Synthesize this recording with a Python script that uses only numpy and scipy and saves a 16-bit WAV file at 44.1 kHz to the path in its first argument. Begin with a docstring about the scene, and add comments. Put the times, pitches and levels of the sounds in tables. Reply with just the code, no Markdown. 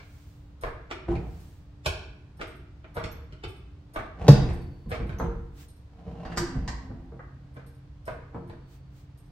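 """A trolley jack is pumped in a garage, under the steel side box of a large vehicle, before two close microphones.
The handle clunks in its socket and its linkage clacks, as bursts of tiny contacts ringing through steel.
Its spring ticks, a valve pings, oil whistles and strokes swish, as scratched resonances, gliding tones and hiss.
The box thuds, cracks, scrapes, groans and once slams down with swelling panel modes; the vehicle shudders.
Behind lie room air and a faint hum, joined late by a lower one; noise echoes give the garage."""
import sys
import numpy as np
from scipy import signal
from scipy.fft import rfft, irfft
from scipy.io import wavfile

SR = 44100
rng = np.random.default_rng(int(sys.argv[2]) if len(sys.argv) > 2 else 0)


def to_wav(sig):
    """Store sig (one row per channel, or 1-D mono) as 16-bit WAV at the path in sys.argv[1].

    Samples outside -1..1 are clipped; the rate is SR.
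    """
    pcm = np.clip(np.atleast_2d(sig), -1, 1) * 32767
    pcm = np.round(pcm).astype(np.int16)
    wavfile.write(sys.argv[1], SR, pcm.T)  # frames by channels


N = 410571

# Blow levels are before each source's trim; bass and treble are relative to the middle band.
# The handle takes up its play: (time [s], middle level [dB], bass [dB], treble [dB])
HANDLE_CLUNKS = [(0.0, -58, -11, -1.5), (0.636, -36, -5.5, -16), (2.395, -49.5, -2, -17),
                 (2.969, -36, -6, -18), (3.961, -35.5, -10, -16.5), (4.917, -36.5, -3.5, -9.5),
                 (5.094, -49, 6.5, -8.5), (7.566, -51.5, -5.5, -15), (8.079, -38, -11, -19),
                 (8.498, -51, -1, -14.5)]
# Sharp clacks of the pump linkage: (time [s], middle level [dB], bass [dB], treble [dB])
LINKAGE_CLACKS = [(0.912, -39, -20, -10.5), (1.155, -46.5, 12.5, -13.5), (1.861, -32, -3, -2.5),
                  (2.414, -39.5, -17, -11), (2.844, -54, -6, -20), (3.04, -43.5, 2, -5),
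                  (3.325, -57.5, 4.5, -6), (3.438, -42, -1.5, -9.5)]
# The box gives under the load: (time [s], middle level [dB], bass [dB], treble [dB])
BOX_THUDS = [(1.084, -34, 4.5, -20.5), (4.211, -43, 8, -13.5), (4.49, -38.5, 5.5, -10.5),
             (4.861, -53, 15.5, -38), (5.0, -39, 8.5, -23), (5.2, -30.5, -3, -19.5), (5.24, -39, 8, -20),
             (6.066, -48, 6, -34), (6.551, -44.5, 16.5, -42), (6.904, -46, 5, -38), (7.121, -47, -11, -44),
             (8.346, -38, -4, -27.5)]
# Steel edges slip free: (time [s], middle level [dB], bass [dB], treble [dB])
EDGE_CRACKS = [(6.252, -45, 0.5, -8.5), (6.32, -46.5, 1, -3), (6.374, -31.5, -2.5, -1),
               (6.678, -38.5, -2.5, -3), (7.194, -47, -24, -43)]
# The handle's second, softer knock, and its colour against the first
REBOUND_S, REBOUND_DB = 0.03, -8
REBOUND_BASS_DB, REBOUND_TREBLE_DB = 1, 2

# Broad colours of the struck parts: (frequency [Hz], relative level per Hz [dB])
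SOCKET_COLOUR = [(40, -2), (120, -5.5), (270, -12.5), (470, -6.5), (650, -10), (900, -10.5), (1250, -9),
                 (1700, -12.5), (2400, -23), (3500, -24.5), (5500, -33.5), (15000, -60.5)]
LINKAGE_COLOUR = [(24, -37), (40, -2), (87, 0), (241, -17.5), (359, -5), (535, -16.5), (1910, -17.5),
                  (2450, -12.5), (8960, -26), (15500, -40.5)]
BOX_COLOUR = [(15, -28), (25, -0.5), (78, 0), (253, -8.5), (349, -14), (557, -14), (981, -19),
              (6070, -59.5), (9000, -55.5), (11700, -100), (19800, -120)]
EDGE_COLOUR = [(40, -0.5), (350, -12.5), (520, -6), (1500, -4.5), (1900, -7), (2300, -19), (3300, -23.5),
               (4800, -18.5), (7600, -20.5), (9000, -29.5), (9900, -47), (12000, -30), (14000, -49)]
# Their resonances: (frequency [Hz], width [Hz], lift [dB])
SOCKET_MODES = [(465.8, 10, 12), (632, 45, 13), (2320, 270, 8.5)]
LINKAGE_MODES = [(630, 35, 15), (1370, 180, 5.1), (2447, 46, 2.9), (3020, 56, 4.6), (3606, 180, 5.3),
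                 (4490, 180, 5.6), (5420, 170, 8.6), (6270, 55, 6), (7640, 100, 7.5)]
BOX_MODES = [(59.4, 11, 11.1), (116, 25, 4.1), (172.3, 11, 8.3), (345, 10, 15), (466, 16, 13)]
EDGE_MODES = [(1540, 26, 3.4), (1830, 15, 1.75), (4690, 130, 11.3)]

# Return spring ticks as it stretches: (time [s], peak before trim [dB])
SPRING_TICKS = [(1.4003, -56.5), (2.4724, -53), (3.481, -52), (4.53, -52), (5.683, -50.5), (7.6637, -54),
                (9.175, -56.5)]
# Spring resonances: (frequency [Hz], width [Hz], lift [dB])
SPRING_MODES = [(5370, 90, 12.5), (8400, 100, 22.5), (9200, 110, 23), (8760, 210, 20.5), (11600, 360, 23.5),
                (12150, 250, 11.5)]
TICK_LEAD_S, TICK_LEAD_DB = 0.025, -10.5  # a tick leads each clunk and follows its strength
TICK_AGAIN_S, TICK_AGAIN_DB = 0.08, -9.5  # the second tick of a pair
# Valve pings: (time [s], peak before trim [dB])
VALVE_PINGS = [(3.1154, -39), (5.186, -35)]
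# Valve resonances: (frequency [Hz], width [Hz], lift [dB])
VALVE_MODES = [(6160, 150, 24.4), (12440, 92, 41)]
# Oil in the pump: (loudest at [s], pitch then [Hz], glide [Hz/s], level [dB], swell [s], fade [dB/s])
OIL_WHISTLES = [(4.6, 4580, -450, -71.5, 0.12, 29), (8.7, 4480, 546.5, -80, .45, 39.5)]
# Soft rushes of the strokes: (time [s], level [dB], half length [s])
STROKE_SWISHES = [(0.193, -64.5, 0.16), (1.412, -62.5, .13), (5.613, -54.5, 0.034), (8.737, -63, 0.035),
                  (8.991, -65, 0.039)]
# Colour of the swishes: (frequency [Hz], relative level per Hz [dB])
SWISH_COLOUR = [(300, 0), (1500, 6.5), (4000, 4.5), (8800, 1.5), (10000, -7.5), (15500, 1.5)]

SLAM_S = 4.2835  # the box shifts on the saddle
# The slam's loudest panel mode, one row: (frequency [Hz], peak before room [dB], time to peak [s])
LOUDEST_PANEL_MODE = (139, .7, .016)
# Other panel modes and the vehicle's slow rock: (frequency [Hz], peak before room [dB], time to peak [s])
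PANEL_MODES = [(33, -27, 0.099), (59.2, -20.5, 0.038), (124, -21, .026), (200.2, -16, 0.035),
               (297, -12, 0.01), (455, -12.5, 0.0059), (410, -6.5, 0.0014), (587, -8.5, 0.0046),
               (1040, -17.5, .003)]
# Colour of the slam's rattle: (frequency [Hz], relative level per Hz [dB])
RATTLE_COLOUR = [(60, -23.5), (300, -2.5), (700, -4.5), (1100, -7.5), (2000, -17.5), (5500, -18.5),
                 (9000, -32), (13000, -40), (15500, -42.5)]
# Rattle resonances: (frequency [Hz], width [Hz], lift [dB])
RATTLE_MODES = [(4785, 12, 15.5), (13400, 80, 19)]
# Steel drags on steel: (slides free at [s], level [dB], swell [s], fade [dB/s])
STEEL_SCRAPES = [(1.108, -36, 0.062, 102), (4.28, -28.5, 0.14, 69.5), (6.31, -37.5, 0.42, 28.5)]
# Colour of the dragging: (frequency [Hz], relative level per Hz [dB])
DRAG_COLOUR = [(60, -11.5), (150, 14.5), (350, -0.5), (750, 4.5), (1500, -14), (2800, -18.5), (6000, -29.5),
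               (14000, -44.5)]
# Stick-slip tones: (loudest at [s], pitch then [Hz], glide [Hz/s], level [dB], swell [s], fade [dB/s])
BOX_GROANS = [(1.11, 341, -13.5, -23, .03, 186), (6.44, 342, -31, -33.5, 0.11, 136),
              (6.55, 265, -10, -40.5, 0.13, 30)]
# Rough squeal: (loudest at [s], pitch then [Hz], glide [Hz/s], level [dB], swell [s], fade [dB/s])
STRAIN_SQUEALS = [(6.3, 2780, -100, -60.5, 0.17, 50)]

SHUDDER_REST_DB, SHUDDER_SLAM_DB = -51, -32  # floor, and the part added by the slam
SHUDDER_KICK_DB = -13.5  # against the bass of a blow
SHUDDER_SWELL_S, SHUDDER_FADE_DB_PER_S = 0.043, 26
# Colour of the vehicle's shudder: (frequency [Hz], relative level per Hz [dB])
SHUDDER_COLOUR = [(15, -13.5), (30, -18), (45, -0.5), (57, 4), (75, 1.5), (170, -20), (600, -61)]

# Faint hum present throughout, one row: (frequency [Hz], level [dB])
ROOM_HUM = (290.8, -64)
# Lower hum that joins it, one row: (frequency [Hz], level [dB])
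LATE_HUM = (134.4, -51.5)
HUM_RISE_AT_S, HUM_RISE_S = 6.34, 1.0  # when the lower hum starts, and how long it takes to grow
# Colour of the room air: (frequency [Hz], relative level per Hz [dB])
AIR_COLOUR = [(20, -29), (55, -2.5), (140, -4.5), (230, -20), (400, -24.5), (950, -30), (2200, -38),
              (4500, -42.5), (8800, -55.5), (15500, -87.5)]
AIR_DB = -51.5
# Decay of the garage: (frequency [Hz], time to fall 60 dB [s])
GARAGE_DECAY = [(50, 0.84), (130, 0.5), (250, 1.22), (500, 0.49), (1500, 0.74), (4000, 0.58), (8000, 0.42),
                (15000, 0.23)]

T = np.arange(N) / SR
AGE = np.arange(SR) / SR  # one second, for single events
HZ = np.fft.rfftfreq(2 * SR, 1 / SR)


def handle_clunks():
    """The handle knocks in its socket and rebounds once, more softly."""
    rebounds = [(s + REBOUND_S, db + REBOUND_DB, bass + REBOUND_BASS_DB, treble + REBOUND_TREBLE_DB)
                for s, db, bass, treble in HANDLE_CLUNKS]
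    return blows(HANDLE_CLUNKS + rebounds, body(SOCKET_COLOUR, SOCKET_MODES), wet_db=1, lag_ms=0.28,
                 level_db=3.5, contact_s=0.0073, lead_s=0.0087, bite=1.45, early_db=2.0)


def linkage_clacks():
    """The pump linkage meets in short, sharp contacts, brighter when harder."""
    return blows(LINKAGE_CLACKS, body(LINKAGE_COLOUR, LINKAGE_MODES), wet_db=1.0, lag_ms=0.264,
                 level_db=3.0, contact_s=0.0036, lead_s=0.0066, bite=2.1, early_db=3, hardness=0.31)


def spring_ticks():
    """The return spring ticks just before each clunk, and in pairs as it stretches."""
    before_clunks = [(s - TICK_LEAD_S, db + TICK_LEAD_DB) for s, db, _, _ in HANDLE_CLUNKS]
    again = [(s + TICK_AGAIN_S, db + TICK_AGAIN_DB) for s, db in SPRING_TICKS]
    rows = before_clunks + SPRING_TICKS + again
    return tinks(rows, SPRING_MODES, level_db=1, wet_db=2.0, contact_s=0.012)


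def valve_pings():
    """A brief scratch rings the valve's two high resonances."""
    return tinks(VALVE_PINGS, VALVE_MODES, level_db=-6, wet_db=1.5, contact_s=0.0031)


def oil_whistles():
    """Oil whistles faintly in the pump, its pitch gliding."""
    return wavering(OIL_WHISTLES, flutter=0.006, width_hz=120, rough=2.5)


def stroke_swishes():
    """The strokes give brief soft rushes of hiss."""
    level = sum(amp(db) * np.exp(-0.5 * ((T - s) / half) ** 2) for s, db, half in STROKE_SWISHES)
    return diffuse(N, SWISH_COLOUR) * level


def box_thuds():
    """The steel box gives under the load in dull, slower contacts."""
    return blows(BOX_THUDS, body(BOX_COLOUR, BOX_MODES), wet_db=2, lag_ms=-0.0397,
                 level_db=-0.5, contact_s=0.016, lead_s=0.013, bite=2.48)


def edge_cracks():
    """Steel edges slip free in short contacts, much brighter when harder."""
    return blows(EDGE_CRACKS, body(EDGE_COLOUR, EDGE_MODES), wet_db=6, lag_ms=-0.042, level_db=-0.5,
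                 contact_s=0.0039, lead_s=0.0046, bite=1.8, early_db=1.5, hardness=0.82)


def slam(crash_db=-21, crash_s=0.0081):
    """The box jumps on the saddle with a rattle; its panel modes swell and die."""
    boom = np.zeros(SR)
    for hz, db, rise in [LOUDEST_PANEL_MODE] + PANEL_MODES:
        envelope = (AGE / rise * np.exp(1 - AGE / rise)) ** 2.1
        boom -= amp(db) * envelope * np.sin(2 * np.pi * hz * AGE)
    rattle = rng.standard_normal(SR) * np.exp(-AGE / crash_s)
    rattle = irfft(rfft(rattle, 2 * SR) * body(RATTLE_COLOUR, RATTLE_MODES))[:SR]
    crash = garage(rattle, 0, -0.068)
    out = np.zeros((2, N))
    add(out, SLAM_S, garage(boom, -13, -0.046, early_db=-19.0))
    add(out, SLAM_S - 0.002, amp(crash_db) * crash / crash[:, :SR // 20].std())
    return out


def scrape(slips_per_s=300, spread_db=2.5):
    """Uneven small slips shake the box, growing with the strain and dying away once it slides free."""
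    slips = (rng.random(N) < slips_per_s / SR) * rng.standard_normal(N) * amp(spread_db * drift(25))
    response = garage(irfft(body(DRAG_COLOUR, BOX_MODES))[:SR], 0, -0.045)
    response = response / np.linalg.norm(response[0])
    strain = sum(amp(db) * swell(s, swell_s, fade) for s, db, swell_s, fade in STEEL_SCRAPES)
    drive = unit(slips) * strain
    return signal.fftconvolve(drive[None], response, axes=1)[:, :N]


def groans():
    """Stick-slip makes the box sound unsteady, falling low tones."""
    return wavering(BOX_GROANS, flutter=0.0196, width_hz=23, rough=0.73)


def squeals():
    """As the strain peaks, a high tone is blurred by strong random modulation."""
    return wavering(STRAIN_SQUEALS, flutter=0.0065, width_hz=150, rough=4)


def shudder():
    """The bass of clunks, clacks and thuds, and the slam, set the vehicle's body shuddering until it settles."""
    kicks = [(s, db + bass + SHUDDER_KICK_DB)
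             for s, db, bass, _ in HANDLE_CLUNKS + LINKAGE_CLACKS + BOX_THUDS]
    kicks.append((SLAM_S, SHUDDER_SLAM_DB))
    power = amp(SHUDDER_REST_DB) ** 2
    for s, db in kicks:
        envelope = swell(s + SHUDDER_SWELL_S, SHUDDER_SWELL_S, SHUDDER_FADE_DB_PER_S)
        power = power + (amp(db) * envelope) ** 2
    return diffuse(N, SHUDDER_COLOUR) * np.sqrt(power)


def background():
    """Room air is shaped noise; a wavering hum lies over it and a lower one grows in late."""
    risen = np.clip((T - HUM_RISE_AT_S) / HUM_RISE_S, 0, 1)
    air = diffuse(N, AIR_COLOUR) * amp(AIR_DB)
    return air + hum(*ROOM_HUM) + risen * hum(*LATE_HUM)


def hum(hz, db, waver=0.22):
    """A sine whose phase and level waver slowly."""
    tone = np.sin(2 * np.pi * hz * T + waver * drift(2.5))
    return amp(db) * np.sqrt(2) * tone * (1 + waver * drift(6.2))


def blows(rows, response, wet_db, lag_ms, level_db, contact_s, lead_s, bite, early_db=0, hardness=0):
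    """Parts slide together, meet and chatter; each blow's level and hardness set its bass and treble."""
    out = np.zeros((2, N))
    edges_hz = [(22, 220), (220, 2200), (2200, 17000)]
    bands = [signal.butter(3, edges, "band", fs=SR, output="sos") for edges in edges_hz]
    onset = SR // 25  # sample at which the parts meet
    since = AGE - AGE[onset]
    chatter = np.exp(-abs(since) / np.where(since < 0, lead_s, contact_s))
    chatter *= np.where(since < 0, 0.3, 1)  # the slide before is weaker
    for s, db, bass, treble in rows:
        contacts = rng.random(SR) < 2000 / SR  # about 2000 a second
        force = rng.standard_normal(SR) * rng.uniform(0.45, 1.3, SR) * contacts * chatter
        force[onset] = bite
        octaves_up = np.log2(np.maximum(HZ / 3500, 1))
        tilt = amp(hardness * (db + treble + 35.0) * octaves_up)
        struck = irfft(rfft(force, 2 * SR) * response * tilt)[:SR]
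        sound = garage(struck, wet_db, lag_ms, early_db)
        # each band is set to its level over a span after the onset, longer in the bass
        for band, level, span in zip(bands, (bass, 0, treble), (SR // 10, onset, onset)):
            part = signal.sosfilt(band, sound)
            part *= amp(db + level + level_db) / part[:, onset:onset + span].std()
            add(out, s - AGE[onset], part)
    return out


def tinks(rows, rings, level_db, wet_db, contact_s):
    """A small hard part is flicked: a brief scratch excites its high resonances."""
    out = np.zeros((2, N))
    response = body([(300, -18.5), (4000, 15.0), (16000, 0)], rings)  # colour: (frequency [Hz], level [dB])
    for s, db in rows:
        flick = rng.standard_normal(SR) * np.exp(-AGE / contact_s)
        sound = garage(irfft(rfft(flick, 2 * SR) * response)[:SR], wet_db, 0.309)
        add(out, s, amp(db + level_db) * sound / abs(sound).max())
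    return out


def wavering(rows, flutter, width_hz, rough):
    """Tones glide within a second of their peak, made unsteady by random pitch and modulation."""
    out = np.zeros(N)
    for s, hz, glide, db, swell_s, fade in rows:
        pitch = (hz + glide * np.clip(T - s, -1, 1)) * (1 + flutter * drift(31.4))
        phase = 2 * np.pi * np.cumsum(pitch) / SR
        tone = (1 + rough * drift(width_hz)) * np.sin(phase)
        tone += rough * drift(width_hz) * np.cos(phase)
        out += amp(db) * unit(tone) * swell(s, swell_s, fade)
    return out


def body(spectrum, rings):
    """The causal, minimum-phase response of a hard part: a broad colour with narrow resonances."""
    gain = amp(np.maximum(read(spectrum, HZ), -90))
    lifts = sum((amp(db) - 1) / np.hypot(1, 2 * (HZ - hz) / width) ** 2 for hz, width, db in rings)
    gain = gain * (1 + lifts)
    both_sides = np.r_[gain, gain[-2:0:-1]]
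    phase = -signal.hilbert(np.log(np.maximum(both_sides, 1e-6))).imag[:len(HZ)]
    return gain * np.exp(1j * phase)


def garage(x, wet_db, lag_ms, early_db=0, early_s=0.02):
    """One second of a sound reaches the nearer microphone first, then returns from floor, wall and room."""
    noise = diffuse(SR)
    hz, t, z = signal.stft(noise, SR, nperseg=256)
    decay = amp(-60 * t / read(GARAGE_DECAY, hz)[:, None])
    tail = signal.istft(z * decay, SR, nperseg=256)[1][:, :SR]
    early = diffuse(SR) * np.exp(-AGE / early_s)
    arrival = np.clip(AGE / 0.0014 - 1, 0, 1)  # echoes start after 1.4 ms
    echoes = (unit(tail) + amp(early_db) * unit(early)) * arrival / np.sqrt(SR)
    delay_s = np.array([[max(lag_ms, 0)], [max(-lag_ms, 0)]]) / 1000  # positive lag: right is nearer
    direct = np.exp(-2j * np.pi * HZ * delay_s)
    return irfft(rfft(x, 2 * SR) * (direct + amp(wet_db) * rfft(echoes, 2 * SR)))[:, :SR]


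def diffuse(size, spectrum=((1, 0),), alike_hz=650):
    """Noise from all round at two close microphones: alike in the bass, unrelated above."""
    hz = np.fft.rfftfreq(size, 1 / SR)
    mid, side = rfft(rng.standard_normal((2, size)))
    alike = 1 / (1 + (hz / alike_hz) ** 2)
    mid, side = mid * np.sqrt(1 + alike), side * np.sqrt(1 - alike)
    return unit(irfft(np.array([mid + side, mid - side]) * amp(read(spectrum, hz)), size))


def swell(peak_s, swell_s, fade_db_per_s):
    """An envelope that grows steadily to its peak and then dies away."""
    rise = np.clip(1 + (T - peak_s) / swell_s, 0, 1)
    return rise * amp(-fade_db_per_s * np.maximum(T - peak_s, 0))


def drift(rate_hz):
    """Slow chance of unit size: noise with its faster motion removed."""
    lowpass = np.exp(-(np.fft.rfftfreq(N, 1 / SR) / rate_hz) ** 2)
    return unit(irfft(rfft(rng.standard_normal(N)) * lowpass, N))


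def add(mix, s, sound):
    """Mixes a sound in at its time, trimmed to the scene."""
    start = round(s * SR)
    sound, part = sound[:, max(-start, 0):], mix[:, max(start, 0):]
    part[:, :sound.shape[1]] += sound[:, :part.shape[1]]


def read(points, hz):
    """A spectrum joined by straight lines over log frequency."""
    f, value = np.transpose(points)
    return np.interp(np.log(hz + 1), np.log(f + 1), value)


def unit(x):
    """Scaled to rms 1."""
    return x / np.sqrt(np.mean(x ** 2) + 1e-30)


def amp(db):
    """Decibels to gain."""
    return 10 ** (np.asarray(db) / 20)


def scene():
    """The jack, the box it lifts, and the garage around them, slightly stronger at the right microphone."""
    jack = handle_clunks() + linkage_clacks() + spring_ticks() + valve_pings()
    jack += oil_whistles() + stroke_swishes()
    box = box_thuds() + edge_cracks() + slam() + scrape()
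    box += groans() + squeals() + shudder()
    return (jack + box + background()) * amp([[-0.3], [0.3]])


def record(dry):
    """The recorder clips at full scale, as when the slam overloads it, then limits the band."""
    clipped = np.clip(dry, -1, 1)
    lowpass = signal.firwin(511, 15850, window=("kaiser", 9), fs=SR)  # cut in Hz
    return signal.oaconvolve(clipped, lowpass[None], "same")


dry = scene()
out = record(dry)
to_wav(out)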